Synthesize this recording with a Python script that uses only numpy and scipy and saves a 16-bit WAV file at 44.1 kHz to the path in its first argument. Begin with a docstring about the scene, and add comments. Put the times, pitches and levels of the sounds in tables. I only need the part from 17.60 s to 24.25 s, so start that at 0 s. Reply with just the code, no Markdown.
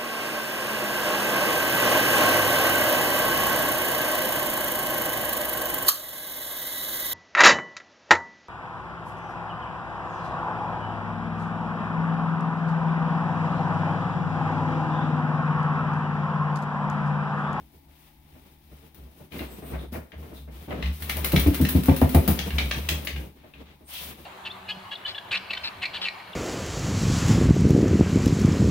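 """A small wet dog in a tiled grooming tub, heard close up over faint fan air and a low hum. First a towel rubs,
pats and squeaks on the coat; the hollow tub floor booms under shifting weight. From 3.4 s the dog shakes: wet
fur whips, claws tap the floor, and the ears flap heavily eight times. The shake runs out through the
hindquarters by 5.7 s, and a few more towel strokes follow."""
import sys
import numpy as np
from scipy import signal
from scipy.fft import rfft, irfft, next_fast_len
from scipy.io import wavfile
from scipy.ndimage import uniform_filter1d

SR = 44100
rng = np.random.default_rng(int(sys.argv[2]) if len(sys.argv) > 2 else 0)


def generate_wav(sig):
    """Save sig (samples, or channels by samples) to the path in sys.argv[1] as 16-bit PCM at SR."""
    pcm = np.round(np.clip(np.atleast_2d(sig).T, -1, 1) * 32767).astype(np.int16)
    wavfile.write(sys.argv[1], SR, pcm)


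N = 293353
HIT_N = SR // 2
TIME_S, HIT_S = np.arange(N) / SR, np.arange(HIT_N) / SR


def undb(db):
    """Decibels to gain."""
    return 10 ** (np.asarray(db) / 20)


def unit(x):
    """Scale to rms 1."""
    return x / np.sqrt(np.mean(x ** 2))


def crest(x, size=256):
    """Scale the loudest window of `size` samples to rms 1."""
    power = uniform_filter1d(np.atleast_2d(x) ** 2, size).mean(axis=0)
    return x / np.sqrt(power.max())


def curve(points):
    """Straight lines through (seconds, value) points."""
    return np.interp(TIME_S, *np.transpose(points))


def pan(db):
    """Stereo gains for a pan in dB, left minus right."""
    gains = undb(np.array([np.atleast_1d(db), -np.atleast_1d(db)]) / 2)
    return gains / np.sqrt(np.mean(gains ** 2, axis=0))


def add(track, start_s, sound):
    """Mix a sound into a track."""
    start = max(int(start_s * SR), 0)
    track[:, start:start + sound.shape[-1]] += sound[..., :N - start]


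def colour(x, points):
    """Minimum-phase filter through (Hz, dB) points."""
    n = x.shape[-1]
    size = 2 * next_fast_len(n // 2 + 2048)
    hz, db = np.transpose(points)
    bins_hz = np.arange(size // 2 + 1) * SR / size
    gain = undb(np.interp(np.log(bins_hz + 1), np.log(hz), db))
    cepstrum = irfft(np.log(gain))[:size // 2]
    cepstrum[1:] *= 2
    return irfft(rfft(x, size) * np.exp(rfft(cepstrum, size)))[..., :n]


def resonate(x, hz, width_hz):
    """One resonance, gain 1 at its centre."""
    return signal.lfilter(*signal.iirpeak(hz, hz / width_hz, fs=SR), x)


def modes(force, table):
    """Several resonances driven by one force."""
    return sum(undb(db) * resonate(force, hz, width_hz) for hz, width_hz, db in table)


def walk(rate_hz):
    """Smooth random drift, rms 1."""
    hold = int(SR / rate_hz)
    stairs = np.repeat(rng.standard_normal(N // hold + 1), hold)
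    return unit(uniform_filter1d(uniform_filter1d(stairs, hold), hold)[:N])


def fibres(n, grain_db, apart_hz=650):
    """Stereo noise of tiny uneven clicks; long waves reach both sides alike."""
    mid, side = rng.standard_normal((2, n)) * undb(grain_db * np.minimum(rng.exponential(size=n), 6))
    side = signal.sosfilt(signal.butter(1, apart_hz, "high", fs=SR, output="sos"), side)
    return unit(np.array([mid + 1.025 * side, mid - 1.01 * side]))


def contact(length_s, rise_s, release_s):
    """Envelope of a soft contact: sets in, holds, lets go."""
    return (1 - np.exp(-HIT_S / rise_s)) * np.exp(-np.maximum(HIT_S - length_s, 0) / release_s)


def push(start_s, length_s, rise_s, release_s):
    """Envelope of a movement in the scene: builds, holds, dies away."""
    age_s = TIME_S - start_s
    build = np.sin(np.pi / 2 * np.clip(age_s / rise_s, 0, 1)) ** 2
    return build * np.exp(-np.clip((age_s - length_s) / release_s, 0, 20))


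def tiles(x, t60_s=0.31):
    """Dense reflections off tiled walls, different on each side."""
    tail = fibres(HIT_N, 0) * undb(-60 * HIT_S / t60_s) * (1 - np.exp(-HIT_S / 0.003))
    tail = signal.sosfilt(signal.butter(2, 170, "high", fs=SR, output="sos"), tail)
    return signal.fftconvolve(x, tail / np.sqrt(np.sum(tail ** 2) / 2), axes=1)[:, :N]


# Fan air spectrum. Each row: frequency in Hz, gain in dB.
AIR_SPECTRUM = [(25, -8.5), (70, 4.5), (110, -17), (200, -11), (310, -7.5), (470, -26.5), (680, -20.5),
                (850, -11.5), (1080, -29), (1500, -35), (2150, -25.5), (2700, -33.5), (3600, -29),
                (7500, -43), (9500, -35), (15500, -30)]
# Low hum, mostly at the tub's resonances. Each row: frequency in Hz, level in dB.
HUM_TONES = [(70, -69), (150, -65.5), (220, -73.5), (274, -72.5), (339, -75.5)]


def background():
    """Steady fan air with a faint wavering low hum."""
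    air = unit(colour(fibres(N, 0), AIR_SPECTRUM)) * undb(-59 + walk(1.9))
    hum = sum(undb(db + 0.83 * walk(1.5)) * np.sqrt(2) * np.sin(2 * np.pi * hz * TIME_S)
              for hz, db in HUM_TONES)
    return (air + hum) * pan(3.5)


# Cloth squeaks. Each row: start in seconds, pitch in Hz, width in Hz, level in dB, length in seconds.
CLOTH_SQUEAKS = [(1.866, 8100, 700, -59.5, 0.11), (1.893, 13800, 1300, -54, 0.074),
                 (2.002, 8800, 450, -57, 0.15), (2.024, 13900, 1400, -52, .11),
                 (2.175, 3600, 400, -52, 0.061), (2.178, 9500, 240, -61, .073),
                 (2.738, 3700, 500, -56.5, 0.076), (6.239, 8900, 710, -56.5, 0.12),
                 (6.287, 3140, 1100, -41.5, .17)]


def squeaks():
    """Damp fibres stick and slip fast enough to give thin, airy whistles."""
    out = np.zeros((2, N))
    for start_s, hz, width_hz, db, length_s in CLOTH_SQUEAKS:
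        stage_width_hz = 1.5 * width_hz  # two stages narrow the band again
        band = resonate(fibres(HIT_N, 0), hz, stage_width_hz)
        whistle = unit(resonate(band, hz, stage_width_hz))
        swell = np.sin(np.pi * np.minimum(HIT_S / length_s, 1))
        add(out, start_s, undb(db) * whistle * swell * pan(2.3))
    return out + undb(-1.5) * tiles(out)


# Pressed cloth spectrum. Each row: frequency in Hz, gain in dB.
PRESS_SPECTRUM = [(40, -21.5), (100, -4.5), (150, 2), (280, -2), (420, -5.5), (750, -15.5), (1200, -22.5),
                  (2500, -32), (8000, -55.5)]
# Towel pats. Each row: start in seconds, puff in dB, scuff in dB.
TOWEL_PATS = [(0.134, -68, -91), (0.28, -63, -64), (0.748, -53, -59), (1.111, -49, -77), (1.223, -53, -72),
              (1.596, -47, -61), (1.739, -43.5, -56), (1.803, -33, -48), (2.019, -40, -50.5),
              (2.132, -41.5, -39), (2.335, -41, -37), (2.356, -36.5, -56), (2.523, -47, -51.5),
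              (2.622, -52, -48), (2.714, -43, -54), (2.873, -46, -55), (3.076, -36.5, -53),
              (3.104, -41, -34.5), (3.562, -63, -39.5), (3.639, -49, -43), (5.3, -34, -60),
              (5.832, -52.5, -54), (6.204, -55, -71), (6.4, -49, -50), (6.582, -47.5, -58)]
PAT_HOLD_S = 0.022


def pats():
    """The folded towel lands with a muffled puff and scuffs along the coat."""
    out = np.zeros((2, N))
    press = contact(PAT_HOLD_S, rise_s=0.003, release_s=0.017)
    scuff_spectrum = [(250, -17.5), (550, 1.5), (800, -6.5), (1200, -11.5), (2400, -15.5), (5000, -45)]
    for start_s, puff_db, scuff_db in TOWEL_PATS:
        puff = colour(fibres(HIT_N, 3.4) * press, PRESS_SPECTRUM)
        scuff = colour(fibres(HIT_N, 4.8) * press, scuff_spectrum)
        add(out, start_s, undb(puff_db) * crest(puff, size=800) * pan(2.1))
        add(out, start_s, undb(scuff_db) * crest(scuff, size=800) * pan(3.6))
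    return out + undb(-3) * tiles(out)


# Weight landing on the floor. Each row: start in seconds, length in seconds, boom in dB.
FLOOR_STEPS = [(0.0, 0.02, -48.5), (0.13, .06, -53), (0.26, .04, -54), (0.63, 0.043, -53),
               (0.71, 0.039, -50), (1.03, 0.032, -54), (1.11, 0.042, -49), (1.36, 0.11, -45),
               (2.12, 0.061, -32.5), (2.26, .05, -41), (2.33, 0.034, -39.5), (2.54, 0.077, -38),
               (2.72, 0.3, -42.5), (3.22, 0.082, -24), (3.41, 0.032, -35), (3.54, 0.086, -31.5),
               (3.76, 0.075, -25.5), (4.81, 0.047, -33), (4.92, 0.058, -23.5), (5.01, 0.052, -26.5),
               (5.16, 0.047, -32), (5.29, 0.071, -29), (5.51, 0.088, -31), (5.96, 0.053, -50)]
# Tub floor modes. Each row: frequency in Hz, width in Hz, relative level in dB.
FLOOR_MODES = [(70.4, 5.94, 1), (148.9, 10, -12), (224.7, 16, -18)]


def tub(press, vigour, press_db=-2.5, shake_db=-33, pat_db=-5):
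    """Hands, steps and the shake ring the hollow floor; wider modes wander more in pitch and level."""
    power = (undb(press_db) * press) ** 2 + (undb(shake_db) * vigour) ** 2
    pat_loads = [(start_s, 2 * PAT_HOLD_S, puff_db + pat_db) for start_s, puff_db, _ in TOWEL_PATS]
    for start_s, length_s, db in FLOOR_STEPS + pat_loads:
        power += (undb(db) * push(start_s, length_s, rise_s=0.43 * length_s, release_s=0.036)) ** 2
    boom = 0
    for hz, width_hz, db in FLOOR_MODES:
        phase = 2 * np.pi * np.cumsum(hz + 0.7 * width_hz * walk(22)) / SR
        boom += undb(db + 0.1 * width_hz * walk(14)) * np.sin(phase)
    return unit(boom) * np.sqrt(power) * pan(0.94)


# Towel strokes. Each row: start in seconds, length in seconds, rub in dB, rasp in dB, hiss in dB.
TOWEL_STROKES = [(0.0, 0.012, -56.5, -66, -62), (0.111, 0.086, -62.5, -79, -64),
                 (0.258, 0.23, -77, -63.5, -60.5), (0.604, 0.3, -62.5, -65, -63),
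                 (1.07, 0.21, -60, -62.5, -60), (1.324, .13, -53.5, -65, -63),
                 (1.486, 0.16, -56.5, -64.5, -59), (1.697, 0.16, -42, -48, -47),
                 (1.882, 0.12, -47, -56, -53), (2.04, .08, -43.5, -53, -53),
                 (2.092, 0.13, -38, -54.5, -54.5), (2.314, 0.05, -38, -53, -45),
                 (2.552, 0.16, -51, -61, -57.5), (2.722, .08, -48, -58.5, -51),
                 (2.882, 0.19, -53.5, -56.5, -54), (3.073, 0.14, -36, -51.5, -57.5),
                 (3.211, .07, -43.5, -44, -49.5), (3.303, 0.13, -59, -54.5, -44.5),
                 (5.535, 0.11, -42.5, -64, -51.5), (5.743, 0.15, -58, -61, -78),
                 (5.926, 0.086, -50, -56.5, -71), (6.044, .07, -55, -54.5, -82),
                 (6.256, 0.22, -62, -46, -37.5), (6.44, 0.079, -46.5, -47, -53),
                 (6.56, .09, -57, -54.5, -52.5)]


def towel_strokes(rest_rasp_db=-70, rest_hiss_db=-65.5, hiss_end_s=5.2, release_s=0.042):
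    """Rub, rasp and hiss gains; a faint background rasp and hiss lie under the strokes and stop at hiss_end_s."""
    resting = push(-1, 1 + hiss_end_s, 1, release_s)
    power = np.outer([0, undb(rest_rasp_db), undb(rest_hiss_db)], resting) ** 2
    for start_s, length_s, *levels_db in TOWEL_STROKES:
        stroke = push(start_s, length_s, 0.34 * length_s, release_s)
        power += np.outer(undb(levels_db), stroke) ** 2
    return np.sqrt(power)


# Body shake. Each row: time in seconds, vigour in dB.
SHAKE_VIGOUR = [(3.3, -42), (3.42, -8), (3.54, -1.5), (3.76, -1.5), (4.05, 0), (4.65, -3), (4.9, -2),
                (5.3, -2), (5.58, -12.5), (5.75, -27)]


def shake():
    """Gain of the shake: builds, peaks with the head, runs out through the hindquarters."""
    return undb(curve(SHAKE_VIGOUR))


# Towel position. Each row: time in seconds, pan in dB.
TOWEL_PAN = [(0, 4.5), (1.6, 6), (1.85, 2.5), (2.6, 5), (3.4, 3.5), (6.6, 3)]
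# Sliding cloth spectrum. Each row: frequency in Hz, gain in dB.
RASP_SPECTRUM = [(200, -17.5), (600, 0.5), (1000, 2.5), (1500, -2), (2300, 2), (3800, -1), (4800, -11.5),
                 (6000, -16.5), (7500, -19.5), (12000, -36)]
# Brushed fibre spectrum. Each row: frequency in Hz, gain in dB.
HISS_SPECTRUM = [(2000, -18.5), (5000, -3.5), (7500, -9), (9200, -1), (10500, -2.5), (12500, 1),
                 (15500, 1.5)]


def towel_and_coat(strokes, vigour, coat_rub_db=-37, coat_rasp_db=-42.5, coat_hiss_db=-39.5):
    """Cloth and shaken coat catch and slip: pressure gives a dull rub, sliding a rasp and a hiss."""
    coat = np.outer(undb([coat_rub_db, coat_rasp_db, coat_hiss_db]), vigour)
    press, slide, brush = np.hypot(strokes, coat)
    slip = walk(45)
    rub = unit(colour(fibres(N, 2.56), PRESS_SPECTRUM)) * press * undb(2.85 * slip)
    rasp = unit(colour(fibres(N, 2.8), RASP_SPECTRUM)) * slide * undb(1.1 * slip)
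    hiss = unit(colour(fibres(N, 1.4), HISS_SPECTRUM)) * brush * coat_turns()
    hiss *= undb(1.3 * slip + 0.73 * walk(130))
    return rub * pan(1.4) + (rasp + hiss) * pan(curve(TOWEL_PAN))


# Claw tap spectrum. Each row: frequency in Hz, gain in dB.
TAP_SPECTRUM = [(150, -20.5), (500, -7.5), (950, -9.5), (1400, -5.5), (2000, -2), (2600, 0), (3200, -3.5),
                (3900, -4.5), (4800, -13.5), (6200, -17), (7500, -26.5), (10000, -25.5), (16000, -25)]
# Claw taps. Each row: start in seconds, level in dB, pan in dB, ring in Hz, treble gain in dB.
CLAW_TAPS = [(1.72, -42.5, 26, 2470, -14), (1.791, -36, 11, 2040, -7), (2.519, -43, 14, 1790, -6),
             (3.107, -39.5, 1, 2170, -17), (3.225, -30.5, 5, 2560, -7), (3.258, -36.5, 3.5, 2380, 0),
             (3.422, -38.5, 5, 1910, -1.5), (3.4962, -24, 4, 2190, 2), (3.644, -29, 12, 2110, 5),
             (3.718, -33.5, -6, 2160, 3), (3.761, -19, 3, 2295, 5.5), (3.867, -37.5, -3, 2240, -7),
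             (3.944, -34, -2, 2020, 5), (4.05, -26.5, 2, 1840, 6), (4.293, -34, 8, 1930, -23),
             (4.417, -44, 18, 2280, -1.5), (4.546, -33.5, 8, 2470, -10), (4.7897, -24, 12, 3250, 5.5),
             (4.905, -33, 1, 2740, -5), (4.983, -19.5, 8, 2296, 0), (5.111, -22.5, 3, 2250, 1),
             (5.288, -19, 4.5, 2655, 8.5), (5.471, -25, 4, 2230, 3), (5.561, -37, 7, 2490, -6),
             (5.937, -45.5, 5, 2480, -21)]


def claws():
    """A paw's claws hit the floor within milliseconds and ring briefly; the tiles ring on."""
    direct, to_walls = np.zeros((2, 2, N))
    for start_s, db, pan_db, ring_hz, treble_db in CLAW_TAPS:
        clicks = fibres(HIT_N, 3.17, apart_hz=2220) * contact(0.0037, 0.00049, 0.0033)
        clicks = colour(clicks, TAP_SPECTRUM)
        clicks = crest(colour(clicks, [(3000, 0), (6500, treble_db)]))
        phase = 2 * np.pi * ring_hz * HIT_S
        overtone = 0.18 * np.sin(phase * rng.uniform(1.4, 1.5))
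        ring = (np.sin(phase) + overtone) * contact(0.001, 0.00011, 0.0027)
        tap = undb(db) * crest(clicks + undb(2) * ring)
        add(direct, start_s, tap * pan(pan_db))
        add(to_walls, start_s, tap * pan(2))
    return direct + undb(1.44) * tiles(to_walls)


# Wet strand spectrum. Each row: frequency in Hz, gain in dB.
STRAND_SPECTRUM = [(300, -38.5), (1200, -4.5), (2500, -8), (4000, -9), (5500, -14), (7500, -17), (9500, -7),
                   (12000, -6), (15500, -1)]
# Fur flicks. Each row: start in seconds, level in dB, pan in dB.
FUR_FLICKS = [(1.345, -49, 7), (1.784, -41.5, 3), (2.33, -42.5, 4.5), (3.402, -42.5, 3), (3.4223, -33, 2),
              (3.494, -27, 0), (3.568, -28.5, 4), (3.645, -20, 1.5), (3.719, -27, 4), (3.761, -31, 1),
              (3.795, -24, 3), (3.868, -29.5, 3), (3.944, -26.5, 2.5), (4.012, -27.5, 3.5),
              (4.088, -21.5, 3.5), (4.159, -34, 5), (4.234, -30.5, 1), (4.257, -29.5, 7), (4.363, -27, 5),
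              (4.413, -30, 2), (4.492, -30.5, 6), (4.546, -22.5, 3), (4.677, -20.5, 2.5), (4.709, -30.5, 1),
              (5.289, -28.5, 4), (5.449, -34.5, 2)]


def fur(snap_db=-4.5):
    """Wet strands whip round at each turn of the coat: a sharp snap, then a fine spray."""
    out = np.zeros((2, N))
    snap, spray = contact(0.00084, 0.00035, 0.0012), contact(0.0034, 0.0014, 0.011)
    for start_s, db, pan_db in FUR_FLICKS:
        strands = colour(fibres(HIT_N, 3.85), STRAND_SPECTRUM)
        flick = undb(snap_db) * crest(strands * snap) + crest(strands * spray)
        add(out, start_s, undb(db) * flick * pan(pan_db))
    return out + undb(-0.2) * tiles(out)


def coat_turns(dip_db=-1.5, turn_s=0.015):
    """Hiss gain: dips as the coat slows just before each flick."""
    slowing = sum(np.exp(-((TIME_S - start_s + turn_s) / turn_s) ** 2) for start_s, _, _ in FUR_FLICKS)
    return undb(dip_db * slowing)


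# Tub hollow resonances. Each row: frequency in Hz, width in Hz, gain in dB.
HOLLOW_MODES = [(152.4, 14, 2), (193.4, 28.5, 3), (248.8, 6.9, 8.5), (304, 24, -1)]


def ear_flutter(length_s):
    """An ear beats against the head, hardest at first, and excites the tub's hollow."""
    beats = fibres(HIT_N, 2.1, apart_hz=1000) * contact(0.97 * length_s, 0.00037, 0.014)
    beats *= 1 + 1.65 * np.exp(-HIT_S / 0.016)
    spectrum = [(50, -20), (115, 1), (155, 7), (380, -1), (1200, -15.5), (5000, -25.5)]
    flutter = colour(modes(beats, HOLLOW_MODES), spectrum)
    return crest(flutter * contact(length_s, 0.0004, 0.052), size=700)


# Ear and skull resonances. Each row: frequency in Hz, width in Hz, gain in dB.
SKULL_MODES = [(404, 48, -3), (488, 32, 1), (547, 23, 4.5), (648, 100, -1), (750, 9.8, -4), (870, 42, -4),
               (1080, 69, -29), (1930, 1100, -17)]
# Smack spectrum. Each row: frequency in Hz, gain in dB.
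SMACK_SPECTRUM = [(200, -10.5), (400, 3), (1200, -0.5), (3000, -11), (8000, -38)]


def ear_smack():
    """An ear lands; the impact rings ear and skull."""
    impact = fibres(HIT_N, 2) * contact(0.005, 0.00028, 0.014)
    return crest(colour(modes(impact, SKULL_MODES), SMACK_SPECTRUM), size=800)


# Ear flaps. Each row: start in seconds, flutter in dB, thump in dB, smack in dB,
# hollow note in Hz, hollow note in dB, nominal length in seconds.
EAR_FLAPS = [(3.732, -16, -18.5, -26, 213, -29, 0.047), (3.861, -17, -12, -30, 294, -17.5, 0.037),
             (4.0, -19.5, -14, -35.5, 260.7, -14, 0.042), (4.149, -19, -12.5, -40, 259.6, -16.5, 0.035),
             (4.283, -16.5, -11.5, -21, 263, -11, 0.036), (4.415, -19.5, -12, -19, 260, -13, 0.039),
             (4.545, -14.5, -9, -21, 257.3, -14, 0.047), (4.676, -21.5, -18.5, -27, 209.7, -15.5, 0.052)]


def ears(thump_hz=80, head_hz=190, head_db=-3, sag_per_s=0.7):
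    """Each swing jolts the floor; the ears flutter and smack, ringing the hollow and the head."""
    jolts, flaps = np.zeros((2, 2, N))
    sagging_s = HIT_S * (1 - sag_per_s * HIT_S / 2)  # pitch falls as the ear slows
    driven, lingering = contact(0.013, 0.004, 0.01), 0.32 * contact(0.011, 0.0043, 0.048)
    head = contact(0.018, 0.004, 0.02) * np.sin(2 * np.pi * head_hz * sagging_s)
    for start_s, flutter_db, thump_db, smack_db, note_hz, note_db, length_s in EAR_FLAPS:
        # fast swell, damped by the dog's weight
        swell = np.sin(np.pi * np.minimum(HIT_S / (1.5 * length_s), 1) ** 0.77)
        detune = 1 + 0.02 * rng.standard_normal()
        thump = swell * np.sin(2 * np.pi * thump_hz * detune * HIT_S)
        note = (driven + lingering) * np.sin(2 * np.pi * note_hz * sagging_s)
        add(jolts, start_s, undb(thump_db) * thump * pan(1))
        add(flaps, start_s, undb(flutter_db) * ear_flutter(length_s) * pan(1.4))
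        add(flaps, start_s, (undb(note_db) * note + undb(flutter_db + head_db) * head) * pan(3.4))
        add(flaps, start_s, undb(smack_db) * ear_smack() * pan(3.1))
    return jolts + flaps + undb(-2.5) * tiles(flaps)


def scene():
    """Towel, tub, dog and fan together."""
    strokes, vigour = towel_strokes(), shake()
    rubbing = towel_and_coat(strokes, vigour) + squeaks()
    boom = tub(press=strokes[0], vigour=vigour)
    return rubbing + boom + ears() + pats() + claws() + fur() + background()


# Microphone treble balance. Each row: frequency in Hz, left minus right in dB.
TREBLE_BALANCE = [(1000, -0.5), (2200, 0.5), (4200, 0.5), (6000, 2.5), (8500, -2.5), (10500, -3),
                  (12500, -3), (15500, 6.5)]
TOP_HZ = 15750


def record(dry):
    """Each microphone colours the treble its own way; a steep low-pass cuts the top."""
    heard = [colour(channel, [(hz, side * db / 2) for hz, db in TREBLE_BALANCE])
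             for channel, side in zip(dry, (1, -1))]
    return signal.sosfilt(signal.ellip(10, 0.2, 70, TOP_HZ, fs=SR, output="sos"), heard)


dry = scene()
out = record(dry)
generate_wav(out)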